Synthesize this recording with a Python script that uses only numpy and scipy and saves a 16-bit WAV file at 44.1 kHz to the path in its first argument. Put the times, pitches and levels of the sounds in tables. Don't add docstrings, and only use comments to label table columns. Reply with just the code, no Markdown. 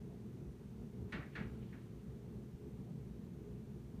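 import sys
import numpy as np
from scipy import signal
from scipy.fft import rfft, irfft
from scipy.io import wavfile

SR = 44100
rng = np.random.default_rng(int(sys.argv[2]) if len(sys.argv) > 2 else 0)


def generate_wav(sig):
    pcm = np.round(np.clip(np.atleast_2d(sig).T, -1, 1) * 32767).astype(np.int16)
    wavfile.write(sys.argv[1], SR, pcm)


N = 176400
T = np.arange(N) / SR
FREQS = np.maximum(np.arange(N // 2 + 1) * SR / N, 1)

# start_s, level_db, treble_tilt_db_per_octave, ring_gain_db
DOOR_BUMPS = [(1.123, -44.5, -1.25, -1), (1.2045, -53.5, -6.5, -5.5), (1.2289, -53.5, -10, -11),
              (1.263, -63, -9, -12), (1.3533, -48, -1.66, 0.5), (1.402, -53, -3.5, -5.5),
              (1.727, -59.5, -3, -3.5), (1.777, -67.5, -6, -11)]
# delay_s, gain_db
CHATTER_TOUCHES = [(0, -2.5), (.004, -8.5), (0.009, -8.5)]
# frequency_hz, gain_db
CLACK_SPECTRUM = [(250, 3), (450, -2.5), (700, -8.5), (1000, -11.5), (1400, -2.5), (1800, -3), (2300, -5),
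                  (3100, -12), (4200, -16), (5300, -25.5), (7500, -34.5), (9300, -36), (11000, -50),
                  (15000, -55)]
# pitch_hz, gain_db, t60_s
PANEL_MODES = [(876, -5.5, .5), (1145, -6, .55), (1328, -5.5, .35), (1457, -1, .33), (1505, -3, .38),
               (1652, 2.5, .35), (1730, 0, .3), (1753, 0, .3), (1883, 1, .3), (1950, 0, .3), (2085, -2, .3),
               (2212, 0, .28), (2256, -1, .28), (2353, -5, .33), (2455, -6, .28), (2589, -6, .3),
               (2715, -5, .26), (2826, -7, .3)]
# pitch_hz, gain_db, t60_s
EDGE_CLICK_MODES = [(1780, -2, 0.052), (1930, -3.5, .07), (2196, -3.5, .07), (2780, -13, 0.1),
                    (4436, -19.5, .06), (6260, -22.5, 0.058), (8800, -23.5, 0.032)]
# frequency_hz, t60_s
ROOM_DECAY = [(200, 0.46), (700, 0.54), (1050, 0.51), (1500, 0.41), (2500, 0.36), (4000, 0.33),
              (9000, 0.25)]
# centre_s, level_db
LEAF_THUDS = [(1.134, -47), (1.156, -46), (1.187, -44.5), (1.384, -47), (1.413, -43.5)]
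# pitch_hz, gain_db, t60_s
LEAF_MODES = [(67, -0.5, .2), (126, -1.5, 0.22), (170, 6.5, 0.065), (212, 1, 0.26), (251, -8, .15),
              (424, -14, 0.26)]
# centre_s, half_length_s, centre_hz, level_db
EDGE_SCRAPES = [(1.342, .014, 2120, -69), (1.63, 0.016, 2300, -73), (1.685, 0.038, 2960, -78.5)]
# time_s, level_db
CARPET_LEVELS = [(.95, -95), (1.06, -87), (1.115, -66), (1.33, -71), (1.55, -69.5), (1.65, -77.5),
                 (1.82, -70.5), (1.95, -80), (2.2, -88)]
# frequency_hz, gain_db
CARPET_SPECTRUM = [(200, 10), (700, 3.5), (1600, 1.5), (3500, -6), (6000, -15.5), (15000, -23)]
# frequency_hz, gain_db
DUCT_SPECTRUM = [(20, -33.5), (35, -19.5), (48, -15.5), (58, 0.5), (70, -2), (96, -9.5), (118, 0),
                 (142, -3.5), (160, -6), (178, -0.5), (218, -4.5), (245, -5.5), (290, -15), (350, -11.5),
                 (450, -13.5), (500, -22), (620, -28), (850, -32), (1200, -38), (2500, -60)]
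# pitch_hz, level_db
FAN_TONES = [(59.3, -69.5), (120, -64), (140, -62), (214.5, -63.5), (345.5, -73.5), (414.5, -70)]
# centre_s, half_length_s, centre_hz, level_db
RUMBLE_SWELLS = [(0.135, 0.028, 556, -67.5), (0.486, 0.022, 64, -51.5), (1.026, 0.022, 70, -48.5),
                 (2.548, 0.0067, 93, -45), (2.894, 0.018, 600, -65), (2.952, 0.047, 149, -48.5),
                 (3.412, 0.03, 66.6, -55.5)]
# frequency_hz, gain_db
HISS_SPECTRUM = [(300, 0), (1000, -2), (2000, -4), (3000, -7.5), (4300, -10), (5000, -13), (6000, -10.5),
                 (7600, -14.5), (9500, -13.5), (10400, -19), (11300, -16), (15000, -17)]

TILT_PIVOT_HZ = 1800


def door():
    out = sum(from_db(db) * leaf_thud(centre_s) for centre_s, db in LEAF_THUDS)
    for start_s, db, tilt_db, ring_db in DOOR_BUMPS:
        add(out, start_s, from_db(db) * clack(tilt_db, ring_db))
    return out


def clack(tilt_db, ring_db):
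    fade_loss_db, fade_age_s = 3.5, 0.16
    tail_fade = from_db(-fade_loss_db * (T[:SR] / fade_age_s) ** 3)
    ringing = wood_crack(tilt_db, ring_db) + panel_ring(ring_db)
    return ringing * tail_fade + edge_click(tilt_db)


def wood_crack(tilt_db, ring_db):
    direct_db, direct_t60_s, low_cut_hz = -3.5, 0.041, 1300
    room_db, build_cycles = 2, 9.3
    t = T[:SR]
    band_hz, bands = wood_bands(tilt_db)
    touch_power = sum(from_db(db - 60 * np.abs(t - delay_s) / direct_t60_s) ** 2 * (t >= delay_s)
                      for delay_s, db in CHATTER_TOUCHES)
    direct = from_db(direct_db) * np.sqrt(touch_power / (1 + (low_cut_hz / band_hz) ** 6))
    build_up = 1 - np.exp(-t * band_hz / build_cycles)
    tail = from_db(ring_db + room_db - 60 * t / at_hz(ROOM_DECAY, band_hz)) * build_up
    return (bands * np.hypot(direct, tail)).sum(0)


def wood_bands(tilt_db):
    hz = np.maximum(np.arange(SR // 2 + 1), 1)
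    colour = from_db(at_hz(CLACK_SPECTRUM, hz) + tilt_db * np.log2(hz / TILT_PIVOT_HZ))
    spectrum = np.exp(2j * np.pi * rng.random(len(hz))) * colour
    edges = np.geomspace(250, 16000, 19)
    bands = np.array([irfft(spectrum * (hz >= lo) * (hz < hi), SR) for lo, hi in zip(edges, edges[1:])])
    centres_hz = np.sqrt(edges[1:] * edges[:-1])
    return centres_hz[:, None], bands / bands.sum(0).std()


def panel_ring(ring_db, gain_db=-11, scatter_s=0.004):
    out = 0
    for hz, db, t60_s in PANEL_MODES:
        touch = np.zeros(SR)
        touch[int(rng.random() * scatter_s * SR)] = rng.choice([-1, 1])
        out += from_db(ring_db + gain_db + db + rng.standard_normal()) * ring(touch, hz, t60_s)
    return out


def edge_click(tilt_db, spread_db=2):
    out = 0
    for hz, db, t60_s in EDGE_CLICK_MODES:
        touches = np.zeros(SR)
        for delay_s, touch_db in CHATTER_TOUCHES:
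            strength = from_db(touch_db + spread_db * rng.standard_normal(1))
            add(touches, delay_s, strength * rng.choice([-1, 1]))
        out += from_db(db + tilt_db * np.log2(hz / TILT_PIVOT_HZ)) * ring(touches, hz, t60_s)
    return out


def leaf_thud(centre_s, half_length_s=0.0037, low_cut_hz=65):
    push = bell_curve(T - centre_s, half_length_s)
    out = 0
    for hz, db, t60_s in LEAF_MODES:
        mode = ring(push * rng.standard_normal(N), hz, t60_s)
        out += from_db(db) * mode / np.abs(mode).max()
    return signal.sosfilt(signal.butter(2, low_cut_hz, "high", fs=SR, output="sos"), out)


def edge_scrapes(roughness_db=1):
    drags = sum(noise_swell(*row, width_octaves=0.47) for row in EDGE_SCRAPES)
    return drags * from_db(roughness_db * drift(rate_hz=90))


def carpet_brush():
    times_s, levels_db = np.transpose(CARPET_LEVELS)
    return from_db(np.interp(T, times_s, levels_db)) * noise(CARPET_SPECTRUM)


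def duct_rumble(level_db=-51, waver_db=1.38):
    return from_db(level_db + waver_db * drift(rate_hz=4)) * noise(DUCT_SPECTRUM)


def fan_hum(wander_hz=1.52, waver_db=5):
    out = 0
    for hz, db in FAN_TONES:
        cycles = rng.random() + np.cumsum(hz + wander_hz * drift(rate_hz=3.3)) / SR
        tone = np.sqrt(2) * np.sin(2 * np.pi * cycles)
        out += from_db(db + waver_db * drift(rate_hz=1.1)) * tone
    return out


def rumble_swells():
    return sum(noise_swell(*row, width_octaves=0.34) for row in RUMBLE_SWELLS)


def air_hiss(level_db=-73):
    return from_db(level_db) * noise(HISS_SPECTRUM)


def noise_swell(centre_s, half_length_s, centre_hz, level_db, width_octaves):
    colour = bell_curve(np.log2(FREQS / centre_hz), width_octaves)
    band = irfft(np.exp(2j * np.pi * rng.random(len(FREQS))) * colour, N)
    envelope = bell_curve(T - centre_s, half_length_s)
    swell = envelope * band
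    return from_db(level_db) * swell * np.sqrt(np.sum(envelope ** 2) / np.sum(swell ** 2))


def noise(spectrum):
    return unit_rms(irfft(rfft(rng.standard_normal(N)) * from_db(at_hz(spectrum, FREQS)), N))


def drift(rate_hz):
    spectrum = rfft(rng.standard_normal(N)) / (1 + (FREQS / rate_hz) ** 2)
    return unit_rms(irfft(spectrum * (FREQS > 1), N))


def ring(force, hz, t60_s):
    decay = from_db(-60 / (t60_s * SR))
    angle = 2 * np.pi * hz / SR
    return signal.lfilter([0, np.sin(angle)], [1, -2 * decay * np.cos(angle), decay ** 2], force + 1e-18)


def bell_curve(offset, width):
    return np.exp(-0.5 * (offset / width) ** 2)


def at_hz(table, hz):
    table_hz, values = np.transpose(table)
    return np.interp(np.log(hz), np.log(table_hz), values)


def add(out, start_s, sound):
    start = int(start_s * SR)
    out[start:start + len(sound)] += sound[:N - start]


def from_db(db):
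    return 10 ** (np.asarray(db) / 20)


def unit_rms(x):
    return x / np.sqrt(np.mean(x ** 2) + 1e-20)


def scene():
    swing = door() + edge_scrapes() + carpet_brush()
    room_tone = duct_rumble() + fan_hum() + rumble_swells() + air_hiss()
    return (swing + room_tone)[None]


def record(dry):
    fade_s, cutoff_hz = 0.004, 15200
    fade = np.minimum(np.minimum(T, T[::-1]) / fade_s, 1)
    return signal.sosfilt(signal.ellip(12, 0.1, 70, cutoff_hz, fs=SR, output="sos"), dry * fade)


dry = scene()
out = record(dry)
generate_wav(out)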